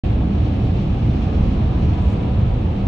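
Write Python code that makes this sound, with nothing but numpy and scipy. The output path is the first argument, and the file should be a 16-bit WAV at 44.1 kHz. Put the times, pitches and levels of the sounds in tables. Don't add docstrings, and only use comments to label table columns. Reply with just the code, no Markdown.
import sys
import numpy as np
from scipy import signal
from scipy.fft import rfft, irfft, next_fast_len
from scipy.io import wavfile
from scipy.ndimage import uniform_filter1d

SR = 44100
rng = np.random.default_rng(int(sys.argv[2]) if len(sys.argv) > 2 else 0)


def master(y):
    cut = np.clip(np.atleast_2d(y).T, -1, 1)
    pcm = np.round(cut * 32767)
    wavfile.write(sys.argv[1], SR, pcm.astype(np.int16))


N = 126567
TIME_S = np.arange(N) / SR
FFT_SIZE = next_fast_len(N)
HZ = np.maximum(np.arange(FFT_SIZE // 2 + 1) * SR / FFT_SIZE, 1)
SIDES = np.array([[1], [-1]])

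# time_s, level_db
SHUDDER_LEVEL = [(0.05, -24), (0.38, -30), (0.56, -41), (0.64, -23), (0.78, -30), (0.88, -26.5),
                 (1.0, -27.5), (1.3, -29), (1.53, -24), (1.9, -25.5), (2.03, -33), (2.48, -22.5),
                 (2.85, -32.5)]
# time_s, level_db
BOOM_LEVEL = [(0.05, -19), (0.2, -21.5), (0.27, -19), (0.34, -20.5), (0.43, -18), (0.5, -22), (0.62, -19.5),
              (0.73, -17), (0.84, -26), (0.92, -17.5), (0.98, -23.5), (1.05, -17), (1.2, -21.5),
              (1.43, -15.5), (1.75, -22), (1.87, -16), (1.97, -20.5), (2.08, -14), (2.18, -26), (2.31, -18),
              (2.4, -16), (2.59, -24), (2.67, -19.5), (2.73, -25), (2.85, -19.5)]
# time_s, level_db
DRONE_LEVEL = [(0.05, -25.5), (0.14, -27.5), (0.24, -22), (0.35, -24.5), (0.6, -24.5), (0.86, -23),
               (0.99, -26), (1.08, -22), (1.28, -24.5), (1.49, -21.5), (1.67, -24.5), (1.88, -22.5),
               (1.97, -26.5), (2.22, -23.5), (2.3, -26.5), (2.45, -25), (2.54, -28.5), (2.6, -22.5),
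               (2.7, -27), (2.85, -24.5)]
# time_s, level_db
ROAR_LEVEL = [(0.05, -32.5), (0.2, -34.5), (0.41, -36), (0.5, -35.5), (0.56, -34), (0.83, -35),
              (1.04, -36.5), (1.25, -35), (1.45, -32.5), (1.55, -35), (1.62, -36.5), (1.68, -35.5),
              (1.88, -34.5), (2.03, -38.5), (2.08, -33), (2.33, -34), (2.6, -34.5), (2.85, -35)]
# time_s, level_db
RASP_LEVEL = [(0.05, -36.5), (0.53, -36.5), (0.65, -37.5), (0.77, -37), (0.85, -38), (0.95, -36.5),
              (1.14, -37.5), (1.23, -35), (1.51, -37.5), (1.59, -34.5), (1.89, -36.5), (1.98, -34),
              (2.08, -37.5), (2.17, -35.5), (2.42, -36.5), (2.68, -37.5), (2.85, -36.5)]
# time_s, level_db
WINDOW_LEVEL = [(0.05, -43), (0.25, -46.5), (0.4, -45), (0.75, -44.5), (0.95, -44.5), (1.25, -44.5),
                (1.5, -44.5), (1.63, -44.5), (1.75, -45), (2.1, -43.5), (2.3, -45), (2.85, -46)]
# time_s, level_db (relative to SEAL_DB)
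SEAL_LEVEL = [(0.2, -7), (0.35, -3), (0.53, -4), (0.7, -1.5), (0.93, -2), (1.02, 0), (1.3, -.5), (1.5, -.5),
              (1.68, -2.5), (1.85, 0), (2.0, -2), (2.14, -2), (2.23, -5), (2.85, -6)]
# peak_s, lift_db
SEAL_GUSTS = [(0.455, 7), (0.79, 5.5), (1.17, 2.5), (1.24, 4), (1.355, 3.5), (1.51, 2), (1.83, 1.5)]

# freq_hz, relative_density_db
SHUDDER_SPECTRUM = [(12, -38), (17, -26.5), (26, -8.5), (35, 18.5), (44, 8), (54, 14), (70, -14.5)]
# freq_hz, relative_density_db
BOOM_SPECTRUM = [(46, -9.5), (56, 1), (70, 2.5), (100, 0), (108, -3.5), (128, -5), (145, -22), (200, -32.5)]
# freq_hz, relative_density_db
DRONE_SPECTRUM = [(60, -44), (115, -16), (140, 0), (165, -1), (195, -3), (215, -3), (250, -5.5), (295, -7),
                  (350, -13.5), (450, -29), (900, -90)]
# freq_hz, relative_density_db
ROAR_SPECTRUM = [(150, -43.5), (290, -5), (370, -1.5), (480, -2), (560, -4), (680, -23.5)]
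# freq_hz, relative_density_db
RASP_SPECTRUM = [(450, -19), (580, -4), (640, -2), (750, 0), (900, -7.5), (1060, -11), (1250, -11),
                 (1500, -18), (2100, -27), (5000, -67)]
# freq_hz, relative_density_db
WINDOW_SPECTRUM = [(700, -30.5), (1400, -15), (1700, -7.5), (2000, -6.5), (2500, -0.5), (2900, -2),
                   (3300, -5.5), (4100, -10), (4700, -16.5), (6000, -26), (8200, -32.5), (9100, -50),
                   (15000, -57)]
# freq_hz, relative_density_db
SEAL_SPECTRUM = [(2500, -32.5), (4200, 1.5), (4900, -3.5), (5700, -3), (6500, -8), (7300, -20),
                 (8300, -24.5), (9100, -39.5), (15000, -50)]
# freq_hz, relative_density_db
HISS_SPECTRUM = [(3000, -25.5), (5000, -2.5), (6500, 1.5), (8300, -4), (10000, -13.5), (12000, -17.5),
                 (16000, -24)]

# pitch_hz, width_hz, level_db, left_minus_right_db
RESONANCES = [(76, 42, -27.5, -0.5), (115.5, 4.5, -29, 0), (195.1, 11, -30.5, 0.5), (768, 31, -47.5, -1.5),
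              (886, 17, -50.5, -1), (1107, 20, -56, 5.5), (1674, 36, -62.5, 4), (2520, 52, -65.5, 2)]
# pitch_hz, width_hz, level_db
WHINE_BANDS = [(9480, 65, -85), (9720, 65, -85.5)]
# freq_hz, correlation (unitless)
SIDE_CORRELATION = [(60, 1), (190, .99), (260, 0.96), (340, 0.85), (450, 0.63), (620, 0.13), (790, 0.04),
                    (1080, 0.031), (1400, 0.15), (1700, .7), (2150, 0.32), (2500, -0.19), (3000, -0.21),
                    (3500, 0.42), (4050, 0.31), (4700, -0.25), (5600, 0.31), (7000, 0.35), (8300, 0.77),
                    (9500, 1)]
# freq_hz, left_minus_right_db
CABIN_BALANCE = [(60, -1.23), (200, -1), (300, -1), (750, -1.7), (1000, 1), (1250, 2.5), (1600, 0),
                 (3000, -0.5), (3700, -0.5), (4500, 0)]

ROAR_FLUTTER_DB, RING_WANDER_DB = 0.73, .9
TREAD_HZ, DOPPLER_HZ, TREAD_WAVER_HZ, TREAD_FLUTTER_DB = 984, 14, 7, 3.5
TREAD_DB, TREAD_PAN_DB = -47.5, 6
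ALONGSIDE_S, PASS_S = 2.02, 0.36
SEAL_DB = -58.5
WIND_FLUTTER_DB, SEAL_FLUTTER_DB = .55, .7
GUST_RISE_S, GUST_FALL_S, GUST_WINDOW_SHARE = .02, .02, .35
HISS_S, HISS_RISE_S, HISS_FALL_S, HISS_DB, HISS_FLUTTER_DB = 2.127, .11, .028, -61.5, 1.8
FLICK_S, FLICK_DB = .003, -63
START_S, FADE_S, STOPBAND_HZ = .0355, .002, 16600


def from_db(db):
    return 10 ** (np.asarray(db) / 20)


def rms_one(x):
    return x / np.sqrt(np.mean(x ** 2) + 1e-20)


def in_time(rows):
    return np.interp(TIME_S, *np.transpose(rows))


def over_hz(rows):
    freq_hz, value = np.transpose(rows)
    return np.interp(np.log(HZ), np.log(freq_hz), value)


def drift(rate_hz):
    spectrum = rfft(rng.standard_normal(FFT_SIZE))
    return rms_one(irfft(spectrum / (1 + (HZ / rate_hz) ** 2), FFT_SIZE)[:N])


def surge(at_s, rise_s, fall_s):
    return np.exp(-np.maximum((at_s - TIME_S) / rise_s, (TIME_S - at_s) / fall_s))


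def cabin_noise(gain, pan_db):
    mid, side = rfft(rng.standard_normal((2, FFT_SIZE)))
    alike = np.clip(over_hz(SIDE_CORRELATION), -.999, .999)
    both = np.sqrt(1 + alike) * mid + SIDES * np.sqrt(1 - alike) * side
    panned = both * gain * from_db(SIDES * pan_db / 2)
    return rms_one(irfft(panned, FFT_SIZE)[:, :N])


def steadied(x, span_s):
    size = max(int(span_s * SR), 2)
    power = np.mean(x ** 2, axis=0)
    power = uniform_filter1d(uniform_filter1d(power, size), size)
    return rms_one(x / np.sqrt(np.abs(power) + 1e-9))


def rush(spectrum, span_s):
    low_hz, high_hz = spectrum[0][0], spectrum[-1][0]
    skirts = np.minimum(1, np.minimum(HZ / low_hz, high_hz / HZ)) ** 5
    gain = from_db(over_hz(spectrum)) * skirts
    return steadied(cabin_noise(gain, over_hz(CABIN_BALANCE)), span_s)


def ring(pitch_hz, width_hz, pan_db, span_s):
    response = 1 / (1 + ((HZ - pitch_hz) / width_hz * 1.62) ** 2)
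    return steadied(cabin_noise(response, pan_db), span_s)


def road():
    shudder = from_db(in_time(SHUDDER_LEVEL)) * rush(SHUDDER_SPECTRUM, span_s=0.036)
    boom = from_db(in_time(BOOM_LEVEL)) * rush(BOOM_SPECTRUM, span_s=.035)
    drone = from_db(in_time(DRONE_LEVEL)) * rush(DRONE_SPECTRUM, span_s=0.05)
    roar_db = in_time(ROAR_LEVEL) + ROAR_FLUTTER_DB * drift(10)
    roar = from_db(roar_db) * rush(ROAR_SPECTRUM, span_s=0.16)
    rasp = from_db(in_time(RASP_LEVEL)) * rush(RASP_SPECTRUM, span_s=0.21)
    return shudder + boom + drone + roar + rasp


def rings():
    total = 0
    for pitch_hz, width_hz, level_db, pan_db in RESONANCES:
        wandering_db = level_db + RING_WANDER_DB * drift(4.3)
        total = total + from_db(wandering_db) * ring(pitch_hz, width_hz, pan_db, span_s=0.19)
    return total


def truck():
    behind = (TIME_S - ALONGSIDE_S) / PASS_S
    nearness = 1 / np.hypot(1, behind)
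    pitch_hz = TREAD_HZ - DOPPLER_HZ * behind * nearness + TREAD_WAVER_HZ * drift(23)
    note = np.sqrt(2) * np.sin(2 * np.pi * np.cumsum(pitch_hz) / SR)
    level_db = TREAD_DB + TREAD_FLUTTER_DB * drift(17) + SIDES * TREAD_PAN_DB / 2
    return from_db(level_db) * nearness ** 2 * note


def wind():
    flutter = drift(33.0)
    gusts_db = sum(lift_db * surge(peak_s, GUST_RISE_S, GUST_FALL_S) for peak_s, lift_db in SEAL_GUSTS)
    window_db = in_time(WINDOW_LEVEL) + WIND_FLUTTER_DB * flutter + GUST_WINDOW_SHARE * gusts_db
    seal_db = SEAL_DB + in_time(SEAL_LEVEL) + SEAL_FLUTTER_DB * flutter + gusts_db
    windows = from_db(window_db) * rush(WINDOW_SPECTRUM, span_s=0.089)
    seals = from_db(seal_db) * rush(SEAL_SPECTRUM, span_s=.1)
    return windows + seals


def brief_hiss():
    ragged_db = HISS_DB + HISS_FLUTTER_DB * drift(50)
    swell = from_db(ragged_db) * surge(HISS_S, HISS_RISE_S, HISS_FALL_S)
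    flick = from_db(FLICK_DB) * surge(HISS_S, FLICK_S, FLICK_S)
    return (swell + flick) * rush(HISS_SPECTRUM, span_s=.3)


def whine():
    return sum(from_db(level_db) * ring(pitch_hz, width_hz, 0, span_s=.02)
               for pitch_hz, width_hz, level_db in WHINE_BANDS)


def scene():
    return road() + rings() + truck() + wind() + brief_hiss() + whine()


def record(dry):
    opened = np.clip((TIME_S - START_S) / FADE_S, 0, 1)
    low_pass = signal.cheby2(12, 70, STOPBAND_HZ, fs=SR, output="sos")
    return signal.sosfilt(low_pass, dry * opened)


dry = scene()
out = record(dry)
master(out)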